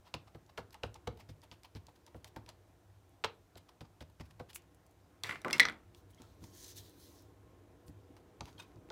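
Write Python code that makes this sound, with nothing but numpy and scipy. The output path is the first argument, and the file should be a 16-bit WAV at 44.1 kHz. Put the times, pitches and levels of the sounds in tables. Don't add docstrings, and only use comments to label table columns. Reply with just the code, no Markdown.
import sys
import numpy as np
from scipy import signal
from scipy.fft import rfft, irfft, next_fast_len
from scipy.io import wavfile
from scipy.ndimage import uniform_filter1d, map_coordinates

SR = 44100
rng = np.random.default_rng(int(sys.argv[2]) if len(sys.argv) > 2 else 0)


def linear_from_db(decibels):
    return 10 ** (np.asarray(decibels, float) / 20)


def unload_wav(signal):
    wavfile.write(
        sys.argv[1],
        SR,
        np.round(np.clip(np.atleast_2d(signal).T, -1, 1) * 32767).astype(np.int16),
    )


N = 392931


def unit(x):
    return x / np.sqrt(np.mean(x ** 2) + 1e-20)


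def along(points, hz):
    f, v = np.transpose(points)
    return np.interp(np.log(hz + 1), np.log(f + 1), v)


def filtered(x, gain):
    n = x.shape[-1]
    m = next_fast_len(n)
    return irfft(rfft(x, m) * gain(np.fft.rfftfreq(m, 1 / SR)), m)[..., :n]


def add(track, s, x):
    part = track[round(s * SR):][:len(x)]
    part += x[:len(part)]


def wobble(rate, count=N):
    knots = rng.standard_normal(int(count * rate / SR) + 4)
    return map_coordinates(knots, [np.arange(count) * rate / SR])


def resonances(rows):
    return lambda f: sum(gain / (1 + ((f - hz) / (width / 2)) ** 2) for hz, width, gain in rows)


def rush(spectrum, patchy_db, grain_db=0, count=N):
    grain = linear_from_db(grain_db * wobble(900, count)) if grain_db else 1
    z = signal.stft(rng.standard_normal(count) * grain, nperseg=512)[2]
    field = uniform_filter1d(rng.standard_normal(z.shape), 6, 0)
    field = uniform_filter1d(field, 12, 1)
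    x = signal.istft(z * linear_from_db(patchy_db * unit(field)), nperseg=512)[1][:count]
    closed = [(spectrum[0][0] / 2, -90), *spectrum, (spectrum[-1][0] * 2, -90)]
    coloured = filtered(x, lambda hz: linear_from_db(along(closed, hz)))
    return np.resize(unit(coloured), N)


def swells(rows):
    t = np.arange(N) / SR
    out = np.zeros((len(rows[0][3:]), N))
    for s, rise, fall, *db in rows:
        near = slice(max(0, round((s - 6 * rise) * SR)), round((s + 6 * fall) * SR))
        side = np.where(t[near] < s, rise, fall)
        shape_db = -9 * (np.abs(t[near] - s) / side) ** 1.5
        out[:, near] += linear_from_db(np.array(db)[:, None] + shape_db)
    return out


def ring(modes, attack, scatter_db, lean_db=0, free=1, spread=0.016, loose=0):
    hz, db, t60 = np.transpose(modes)[:, :, None]
    luck = rng.standard_normal((3, len(modes), 1))
    t = np.arange(round(t60.max() * SR)) / SR
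    turn = 2 * np.pi * (hz * (1 + spread * luck[1]) * t + loose * luck[2])
    level_db = db + lean_db + scatter_db * luck[0] - 60 * t / (free * t60)
    x = (linear_from_db(level_db) * np.sin(turn)).sum(axis=0) * (1 - np.exp(-t / attack))
    return x / np.abs(x).max()


def click(hz, t60, width, top_hz, spike=4.3):
    t = np.arange(SR // 20) / SR
    burst = linear_from_db(-60 * t / t60) * (rng.standard_normal(len(t)) + spike * (t == 0))
    x = signal.lfilter(*signal.iirpeak(min(hz, .45 * SR), 1 / max(width, .7), SR), burst)
    x = signal.lfilter(*signal.butter(2, min(top_hz, .45 * SR), fs=SR), x)
    return x / np.abs(x).max()


# pitch_hz [Hz], level_db [dB], t60_s [s]
BLOCK_MODES = [(295.7, -3, 0.053), (476.5, -4, 0.055), (699, -3, 0.0491), (1090, -10, 0.067),
               (1600, -1.5, 0.039), (2300, -8.5, 0.014), (3324, -8.5, .016)]


def knock(attack, favoured_hz=700):
    hz, db, t60 = np.transpose(BLOCK_MODES)
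    crowd = np.geomspace(hz[0], hz[-1], num=30)
    crowd_db = along(np.transpose([hz, db]), crowd)
    crowd_t60 = along(np.transpose([hz, t60]), crowd)
    lean_db = -6 * np.abs(np.log2(crowd / favoured_hz))[:, None]
    modes = np.transpose([crowd, crowd_db, crowd_t60])
    x = ring(modes, attack, scatter_db=0.8, lean_db=lean_db, spread=.03, loose=0.98)
    return signal.lfilter(*signal.butter(2, hz[0] / 2, 'high', fs=SR), x)


# start_s [s], rumble_db [dB]
RUMBLE_COURSE = [(0, -77), (1.1, -72.5), (1.6, -75.5), (2.4, -72), (2.9, -76), (4.3, -76.5), (4.8, -74.5),
                 (6.001, -71.5), (6.7, -66.5), (7.4, -68.5), (8.91, -65)]
# pitch_hz [Hz], density_db [dB per Hz]
HUM_SPECTRUM = [(25, -24.5), (50, -8.5), (68, -3), (82, -5.5), (100, 1), (125, -16.5), (160, -12.5),
                (200, -15.5)]
# pitch_hz [Hz], density_db [dB per Hz]
RUMBLE_SPECTRUM = [(140, -18.5), (230, -7.5), (300, -1), (360, -4.5), (450, -4), (600, -17)]
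# pitch_hz [Hz], density_db [dB per Hz]
TRAFFIC_SPECTRUM = [(350, -20.5), (600, -2), (750, -2), (1000, -7.5), (1150, -10), (1300, -8.5),
                    (2500, -17.5), (4000, -22)]
# pitch_hz [Hz], width_hz [Hz], level_db [dB]
ENGINE_LINES = [(285, 42, -0.5), (354, 24, 1.5), (483, 15, -1), (516, 9.9, -10.5), (625, 7, -4),
                (989, 8.2, -7.5), (1070, 11, -4)]
HUM_DB, HUM_FOLLOWS, TRAFFIC_DB, TRAFFIC_FOLLOWS = -70, 0.42, -74.5, 0.27


def air():
    rumble_db = np.interp(np.arange(N) / SR, *np.transpose(RUMBLE_COURSE))
    hum = linear_from_db(HUM_DB + HUM_FOLLOWS * (rumble_db + 71.0))
    traffic = linear_from_db(TRAFFIC_DB + TRAFFIC_FOLLOWS * (rumble_db + 70.0))
    lines = resonances([(hz, width, linear_from_db(db)) for hz, width, db in ENGINE_LINES])
    engine = unit(filtered(rng.standard_normal(N), lines))
    house = linear_from_db(-1.0) * rush(RUMBLE_SPECTRUM, .7, count=5 * SR)
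    out = hum * linear_from_db(6.0 + 1.1 * wobble(2)) * rush(HUM_SPECTRUM, 0.79, count=5 * SR)
    out += linear_from_db(rumble_db) * (house + linear_from_db(-0.5) * engine)
    return out + traffic * linear_from_db(2.0) * rush(TRAFFIC_SPECTRUM, 1.2, count=5 * SR)


# start_s [s], fall_s [s], crackle_db [dB], pocket_db (trapped air) [dB]
SQUEEZES = [(0.142, 0.0098, -49.5, -44), (0.577, 0.021, -55, -73), (0.834, 0.025, -59, -50.5),
            (1.076, 0.0028, -41, -36.5), (1.175, .004, -64, -67), (1.291, 0.019, -61, -68),
            (1.52, 0.019, -60.5, -60.5), (1.885, 0.014, -68.5, -60.5), (2.248, 0.033, -69, -62),
            (2.363, 0.015, -59.5, -50.5), (3.246, 0.01, -40.5, -34.5), (3.81, 0.011, -58.5, -57.5),
            (4.009, 0.011, -56.5, -83), (4.1, 0.0055, -74, -68), (4.397, 0.015, -61, -54.5),
            (5.951, 0.0054, -77, -67), (8.168, 0.016, -69, -66.5), (8.41, 0.011, -73.5, -44.5)]
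# start_s [s], length_s [s], crackle_db [dB], bright_db [dB]
PEELS = [(0.074, 0.018, -65.5, -2), (0.28, 0.007, -65.5, -5), (.354, 0.0071, -68, -1),
         (0.498, 0.0053, -65.5, -5.5), (0.73, 0.0044, -60.5, 5), (0.75, 0.009, -67, -8),
         (0.96, 0.0085, -62, -5), (1.205, 0.013, -61, -1.5), (1.438, 0.011, -63.5, -1.5),
         (1.651, 0.0076, -58.5, -1), (1.766, 0.011, -59.5, 0), (1.961, 0.007, -70, 1),
         (2.079, 0.0082, -67, -3.5), (2.164, 0.013, -73, 10), (2.278, 0.0078, -66.5, 10),
         (2.494, .012, -60.5, -4), (3.578, 0.0083, -60, 3.5), (3.693, 0.0058, -64.5, -2.5),
         (3.854, 0.0062, -70, -5), (4.025, 0.005, -59.5, -1.5), (4.211, 0.0075, -56.5, -1.5),
         (4.26, 0.013, -72, 3), (4.311, 0.0064, -67, -1), (4.503, 0.0088, -57, 4.5),
         (4.561, 0.012, -63, 21.5)]
# start_s [s], length_s [s], crackle_db [dB], bright_db [dB]
SCUFFS = [(6.107, .011, -75, 11), (6.221, 0.032, -70.5, -1.5), (6.442, 0.0056, -65.5, -3),
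          (6.769, 0.0062, -66, 20), (7.883, 0.013, -76, 18), (8.483, 0.021, -63.5, -2),
          (8.598, 0.0086, -55, -0.5), (8.626, 0.016, -65.5, 0)]
# start_s [s], level_db [dB], pitch_hz [Hz]
SNAPS = [(0.4627, -58.5, 5400), (0.706, -51, 5190), (0.727, -56.5, 4480), (0.743, -39.5, 2480),
         (0.8674, -56, 2650), (0.942, -44.5, 5700), (1.1724, -57, 2560), (1.417, -53.5, 4140),
         (1.6329, -44.5, 4070), (1.8671, -46, 4060), (2.064, -47.5, 4070), (2.2438, -35, 3700),
         (2.4618, -49.5, 2550), (2.4896, -38.5, 4600), (2.499, -49, 2700), (3.0933, -60, 11600),
         (3.573, -58, 3200), (3.691, -50.5, 3030), (4.3088, -48, 2810), (4.531, -44, 3490),
         (4.546, -41, 11500), (4.553, -44.5, 11300), (4.5587, -32, 2700), (4.62, -59, 5200),
         (4.746, -55, 10000), (4.8645, -53, 9500), (4.91, -60, 9500)]
# start_s [s], level_db [dB], pitch_hz [Hz]
FLICKS = [(5.9469, -47, 3430), (6.1455, -55, 5500), (6.176, -65, 3200), (6.2185, -43, 4300),
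          (6.4394, -47.5, 4200), (6.6433, -42, 6080), (6.549, -56, 11500), (6.578, -58, 12000),
          (6.895, -49, 12000), (6.905, -56.5, 10500), (6.999, -52, 13500), (7.009, -54, 13000),
          (7.222, -56, 14000), (8.166, -48.5, 2790), (8.4548, -44.5, 3310), (8.528, -53, 3750),
          (8.5812, -54, 3200), (8.598, -51, 3700), (8.6035, -48, 2700), (8.609, -53, 4500),
          (8.622, -52, 2500), (8.717, -57, 1480), (8.888, -55, 1300)]
# pitch_hz [Hz], density_db [dB per Hz]
CRACKLE_SPECTRUM = [(900, -23), (1500, -0.5), (3000, 1), (5000, -2), (7000, -12), (9000, -19)]
# pitch_hz [Hz], density_db [dB per Hz]
FIZZ_SPECTRUM = [(5000, -13), (7500, -1.5), (12000, -1), (15500, -5), (16300, -9)]
SQUEEZE_RISE_S, SQUEEZE_FIZZ_DB, FIZZ_GROWS = 0.0023, -69, 0.7
PEEL_RISE, PEEL_FIZZ_DB, PEEL_POCKET_DB, POCKET_YIELDS = 1, -9, -1.5, 1.7


def ink():
    rows = []
    for s, fall, db, pocket_db in SQUEEZES:
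        fizz_db = SQUEEZE_FIZZ_DB + FIZZ_GROWS * (db + 59.0)
        rows.append((s, SQUEEZE_RISE_S, fall, db, fizz_db, pocket_db))
    for s, length, db, bright_db in PEELS + SCUFFS:
        fizz_db = db + PEEL_FIZZ_DB + bright_db
        pocket_db = db + PEEL_POCKET_DB - POCKET_YIELDS * bright_db
        rows.append((s, PEEL_RISE * length, length, db, fizz_db, pocket_db))
    crackle, fizz, trapped = swells(rows)
    pocket = [(600, -1.5), (800, -4.5), (890, 4.5), (1000, -0.5), (1300, -7.0)]
    out = crackle * rush(CRACKLE_SPECTRUM, 1.3, grain_db=1.5, count=3 * SR)
    out += fizz * rush(FIZZ_SPECTRUM, 2.2, grain_db=4.5, count=3 * SR)
    out += trapped * rush(pocket, 0.68, count=3 * SR)
    for s, db, hz in SNAPS + FLICKS:
        add(out, s + 0.00088, linear_from_db(db) * click(hz, t60=0.0153, width=0.62, top_hz=15500))
    return out


# start_s [s], click_db [dB], pitch_hz (click) [Hz], knock_db [dB], thud_db [dB]
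DABS = [(0.14, -26.5, 2780, -42.5, -47), (0.3473, -51.5, 2500, -48, -51), (0.576, -34, 2930, -38, -62),
        (0.581, -37, 1960, -39.5, -48), (0.834, -27, 2750, -35.5, -43), (1.072, -35, 1520, -34, -40.5),
        (1.289, -57, 2580, -55.5, -51.5), (1.5138, -40.5, 3000, -61, -59.5), (1.7501, -45, 4380, -54, -46),
        (2.145, -49.5, 1570, -49, -50), (2.362, -39.5, 1710, -42, -47.5), (3.239, -22, 2270, -28, -50),
        (3.2439, -19.5, 2580, -35, -52), (3.555, -48, 3450, -50, -57), (3.8072, -44, 3500, -53, -48.5),
        (4.006, -43.5, 3100, -49, -50.5), (4.198, -47.5, 2090, -53.5, -46.5), (4.3977, -45, 1850, -42, -49),
        (6.199, -60, 2180, -66.5, -60), (6.4151, -66, 3000, -62, -52), (7.8812, -47.5, 5614, -78, -50),
        (8.4074, -30.5, 4430, -50, -48), (8.758, -60, 7000, -71, -54.5), (8.9014, -36.5, 3660, -43, -58)]
# start_s [s], level_db [dB], pitch_hz [Hz], t60_s [s]
CREAKS = [
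    (6.134, -67, 3150, 0.028),
    (6.175, -65, 2150, .03),
    (6.183, -65, 3290, .05),
    (6.2, -64, 1340, 0.1),
    (6.238, -64, 1340, .1),
]
# pitch_hz [Hz], level_db [dB], t60_s [s]
DESK_MODES = [(72.6, -6, 0.18), (100.7, -4.5, 0.19), (144.5, -5.5, .12), (231, -8, .1), (309, -9.5, 0.1093)]
KNOCK_HZ, KNOCK_OCT_PER_DB = 650, .055
BOTTOM_S, BOTTOM_HZ, BOTTOM_DB = 0.005335, 460, 0


def dabs():
    out = np.zeros(N)
    for s, db, hz, knock_db, thud_db in DABS:
        knock_hz = KNOCK_HZ * 2 ** (KNOCK_OCT_PER_DB * (knock_db - thud_db - 6.5))
        bottom_db = (knock_db + thud_db) / 2 + BOTTOM_DB
        thud = ring(DESK_MODES, attack=0.0079, scatter_db=0.7, spread=0.031, free=0.69)
        add(out, s + 0.00076, linear_from_db(db) * click(hz, t60=0.014, width=0.64, top_hz=5500, spike=5.7))
        add(out, s + 0.001184, linear_from_db(knock_db + 2) * knock(attack=1.9 / knock_hz, favoured_hz=knock_hz))
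        add(out, s + BOTTOM_S, linear_from_db(bottom_db) * knock(attack=0.00099, favoured_hz=BOTTOM_HZ))
        add(out, s + 0.0024, linear_from_db(thud_db + 5.5) * thud)
    for s, db, hz, t60 in CREAKS:
        pair = [(hz, 0, t60), (0.96 * hz, -8, t60)]
        add(out, s, linear_from_db(db) * ring(pair, attack=0.0017, scatter_db=1.5, spread=0.0037))
    return out


# pitch_hz [Hz], level_db [dB], t60_s [s]
STAMP_MODES = [(485, 0, .055), (655, -7, .04), (1430, -10, .04)]
# start_s [s], level_db [dB], pitch_hz [Hz], t60_s [s]
BUMPS = [
    (6.199, -50.5, 267, .07),
    (6.419, -52.5, 330, 0.062),
    (6.432, -50.5, 224, 0.064),
    (8.1, -51, 294, 0.054),
    (8.58, -50.5, 3200, .02),
    (8.598, -48, 2500, 0.03),
    (8.6, -49, 3750, 0.034),
    (8.599, -49, 1110, 0.035),
    (8.597, -52, 6200, 0.033),
]
STAMP_DB = -5.5


def block():
    out = np.zeros(N)
    for s, _, _, knock_db, _ in DABS:
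        body = ring(STAMP_MODES, attack=0.0028, scatter_db=1, spread=0.011)
        add(out, s + 0.002994, linear_from_db(knock_db + STAMP_DB) * body)
    for s, db, hz, t60 in BUMPS:
        pair = [(hz, 0, t60), (1.326 * hz, -8, .7 * t60)]
        add(out, s, linear_from_db(db) * ring(pair, attack=0.0026, scatter_db=5.0))
    return out


# start_s [s], level_db [dB], pitch_hz (favoured) [Hz], crack_db [dB], upper_hz [Hz]
CLATTER = [(5.235, -24.5, 3600, -14.5, 4450), (5.2435, -33.5, 2100, -30, 3500),
           (5.293, -23.5, 1870, -32, 2740), (5.3091, -27.5, 2140, -37, 2800),
           (5.3262, -33.5, 1300, -25.5, 2660), (5.3563, -31.5, 1750, -36, 2400),
           (5.4164, -55, 1300, -0.5, 5000), (5.4466, -23, 1340, -28, 2300), (5.4815, -28, 1340, -20, 2300),
           (5.5012, -29, 1380, -22.5, 2300), (5.508, -27.5, 2380, -16, 3500),
           (5.5288, -17, 2535, -16, 5500), (5.5808, -36.5, 2000, -12.5, 3600),
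           (5.5963, -3, 2040, -21.5, 4130), (5.6015, -15, 4100, -12, 4900),
           (5.6307, -27, 3350, -27.5, 4800), (5.6118, -27.5, 1980, -30, 3500),
           (5.652, -15.5, 1600, -35.5, 4870), (5.6544, -21, 1490, -29.5, 4870),
           (5.6652, -32, 1750, -30, 1410), (5.6846, -22, 1900, -32, 3520), (5.6971, -26, 1400, -29, 1520),
           (5.7228, -45.5, 1500, -19, 2000)]
# start_s [s], fall_s [s], desk_db [dB], plastic_db [dB]
SCRAPES = [
    (5.236, 0.094, -52, -45.5),
    (5.296, 0.044, -49, -53),
    (5.449, 0.073, -40.5, -57),
    (5.533, 0.047, -48.5, -44.5),
    (5.6, 0.099, -44.5, -54),
]
# pitch_hz [Hz], level_db [dB], t60_s [s]
CASE_MODES = [(1340, 2.5, 0.0058), (1486, -6.5, 0.052), (1750, -8.5, 0.05), (1980, -6, 0.052),
              (2100, -9, 0.051), (2338, -12.5, 0.047), (2750, -5.5, 0.025), (3450, -16.5, 0.089),
              (3670, -12, 0.057), (4120, -5, .025), (4444, -9, 0.028), (4870, -10.5, 0.02),
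              (5745, -7, 0.028), (7460, -16.5, .02)]
# pitch_hz [Hz], level_db [dB], t60_s [s]
FLYING_MODES = [(2153, -9, .1), (2719, -8, .06), (3400, -18, .04), (4161, -13, .04), (5150, 2, .012),
                (5600, -2, .011), (6050, -3, .012), (7574, -12, .012), (8500, -12, .012)]
# pitch_hz [Hz], density_db [dB per Hz]
WOOD_SPECTRUM = [(120, -8.5), (300, -3.5), (700, -9.5), (1200, -6.5), (1800, -19.5)]
# pitch_hz [Hz], density_db [dB per Hz]
PLASTIC_SPECTRUM = [(600, -9), (1000, -0.5), (1500, -2.5), (2200, 3.5), (3500, -9), (5000, -13.5),
                    (9000, -17), (15000, -23)]
AIRBORNE = 5.52, 5.54
HELD_UNTIL_S, LANDED_S = 5.52, 5.1
HELD, LOOSE, LANDED = .26, .24, .24
CASE_KNOCK_DB, KNOCK_GROWS = -49.5, 0.24
DRAG_RISE_S = .0015
SCRAPE_WIDTH, SCRAPE_RING_DB = .05, -7


def case():
    desk, plastic = swells([(s, DRAG_RISE_S, *rest) for s, *rest in SCRAPES])
    rough = rush(PLASTIC_SPECTRUM, 1.5, grain_db=2.5, count=SR)
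    peaks = resonances([(hz, SCRAPE_WIDTH * hz, 2) for hz, *_ in CASE_MODES])
    scrape = unit(filtered(rough, lambda f: 1 + linear_from_db(SCRAPE_RING_DB) * peaks(f)))
    out = desk * rush(WOOD_SPECTRUM, 1.7, grain_db=2.5, count=SR) + plastic * scrape
    mode_hz = np.array(CASE_MODES)[:, :1]
    for s, db, hz, crack_db, upper_hz in CLATTER:
        knock_db = CASE_KNOCK_DB + KNOCK_GROWS * (db + 24.0)
        if AIRBORNE[0] < s < AIRBORNE[1]:
            body = ring(FLYING_MODES, attack=.0006, scatter_db=.3, spread=.002)
        else:
            lower_lean_db = -24 * np.abs(np.log2(mode_hz / hz))
            upper_lean_db = -1.5 - 24 * np.abs(np.log2(mode_hz / upper_hz))
            lean_db = np.maximum(lower_lean_db, upper_lean_db)
            free = HELD if s < HELD_UNTIL_S else LOOSE if s < LANDED_S else LANDED
            body = ring(CASE_MODES, attack=0.0005, scatter_db=1.5, lean_db=lean_db, free=free, spread=.007)
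        thud = ring(DESK_MODES[1:], attack=0.0057, scatter_db=5.5, free=0.91)
        add(out, s + .001, linear_from_db(db - 1.5) * body)
        add(out, s + 0.00092, linear_from_db(db - 16.5) * click(hz, t60=0.0084, width=0.97, top_hz=8970))
        add(out, s + 0.0007, linear_from_db(db + crack_db + 10.5) * click(4600, t60=0.015, width=1.2, top_hz=15960))
        add(out, s + .0008, linear_from_db(knock_db + 0.5) * knock(attack=0.002))
        add(out, s + 0.0044, linear_from_db(knock_db - 4.5) * thud)
    return out


# start_s [s], level_db [dB], rise_s [s], t60_s [s]
ROLLS = [
    (5.6014, -7.5, .003, .016),
    (5.609, -24.5, .004, 0.049),
    (5.6295, -21.5, .003, 0.011),
    (5.664, -38, 0.0024, .02),
]
# pitch_hz [Hz], level_db [dB]
HOLLOW_MODES = [(1982, 0.5), (2102, -5), (1750, -14.5), (3450, -17), (4070, -18)]


def rolls():
    out = np.zeros(N)
    for s, db, rise, t60 in ROLLS:
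        modes = [(hz, level, t60) for hz, level in HOLLOW_MODES]
        add(out, s, linear_from_db(db) * ring(modes, attack=rise, scatter_db=1, spread=.003))
    return out


# start_s (peak) [s], rise_s [s], fall_s [s], rustle_db [dB], hiss_db [dB], rub_db (slow) [dB]
STROKES = [(5.98, 0.027, 0.025, -73.5, -75.5, -77), (6.27, 0.1, 0.15, -80, -83, -79),
           (6.43, 0.021, 0.17, -68.5, -72.5, -81), (6.56, 0.021, 0.083, -66, -67.5, -81),
           (6.65, 0.049, 0.052, -57, -65, -72), (6.712, 0.031, 0.016, -63, -65.5, -69),
           (6.776, 0.024, 0.022, -61.5, -62, -61.5), (6.84, 0.067, 0.069, -68.5, -70, -68.5),
           (6.95, 0.046, 0.074, -81, -82, -81), (7.04, 0.053, 0.074, -71.5, -70, -72.5),
           (7.16, 0.066, 0.077, -70, -73, -75.5), (8.46, 0.042, 0.22, -76.5, -82, -81.5)]
# pitch_hz [Hz], density_db [dB per Hz]
PAPER_SPECTRUM = [(1060, -29), (1800, -4), (2620, -10.5), (3010, -4.5), (6210, 4.5), (8860, -6.5),
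                  (12400, -27), (20900, -120)]
# pitch_hz [Hz], density_db [dB per Hz]
RUB_SPECTRUM = [(2300, -18), (3100, -6), (4000, 2), (4800, -6.5), (6500, -16), (8500, -20)]


def paper():
    rustle, hiss, rub = swells(STROKES)
    catch = linear_from_db(1.5 * wobble(28))
    fine = [(7000, -2.0), (9500, 6.5), (15500, 8.0), (16300, -9.5)]
    out = rustle * rush(PAPER_SPECTRUM, 1.79, grain_db=2.5, count=SR)
    out += hiss * rush(fine, 1.8, grain_db=2.0, count=SR)
    out += rub * rush(RUB_SPECTRUM, 1.4, grain_db=2, count=SR)
    return catch * out


# pitch_hz [Hz], t60_s [s]
ROOM_DECAY = [(150, 0.49), (1000, 0.22), (4000, 0.1977), (12000, 0.05)]


def room(x):
    out, step = np.zeros(N), SR // 5
    for start in range(0, N, step):
        hz, t, z = signal.stft(rng.standard_normal(SR // 3), SR, nperseg=256)
        decay = linear_from_db(-60 * t / along(ROOM_DECAY, hz)[:, None])
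        tail = signal.istft(z * decay, SR, nperseg=256)[1]
        answer = signal.fftconvolve(x[start:start + step], tail / np.linalg.norm(tail))
        add(out, start / SR + .004, answer)
    return out


ROOM_BLUR, ROOM_BLUR_HZ, BLUR_FROM_HZ = 1.3, 220, 600


def blurred(tail):
    high = filtered(tail, lambda hz: 1 / (1 + (BLUR_FROM_HZ / (hz + 1)) ** 4))
    shake = np.exp(1j * ROOM_BLUR * wobble(ROOM_BLUR_HZ))
    turning = signal.hilbert(high, next_fast_len(N))[:N] * shake
    return tail - high + turning.real


def scene():
    near = ink() + dabs() + block() + case() + rolls() + paper()
    return (near + linear_from_db(-13.5) * blurred(room(near)) + air())[None]


def roll_off(x):
    return signal.sosfilt(signal.butter(12, 16520, fs=SR, output="sos"), x)


# pitch_hz [Hz], density_db [dB per Hz]
HISS_SPECTRUM = [(800, -10.5), (2500, -2.5), (6000, 0.5), (11000, -4.5), (15200, -4.5), (15900, -17)]
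MIC_HISS_DB, TOP_HZ, BASS_HZ = -80.5, 16400, 32


def record(dry):
    hiss = linear_from_db(MIC_HISS_DB) * rush(HISS_SPECTRUM, 0.65, count=3 * SR)
    response = lambda hz: (hz < TOP_HZ) / (1 + 1 / (1j * (hz + 1) / BASS_HZ)) ** 2
    return roll_off(filtered(dry + hiss, response))


dry = scene()
out = record(dry)
unload_wav(out)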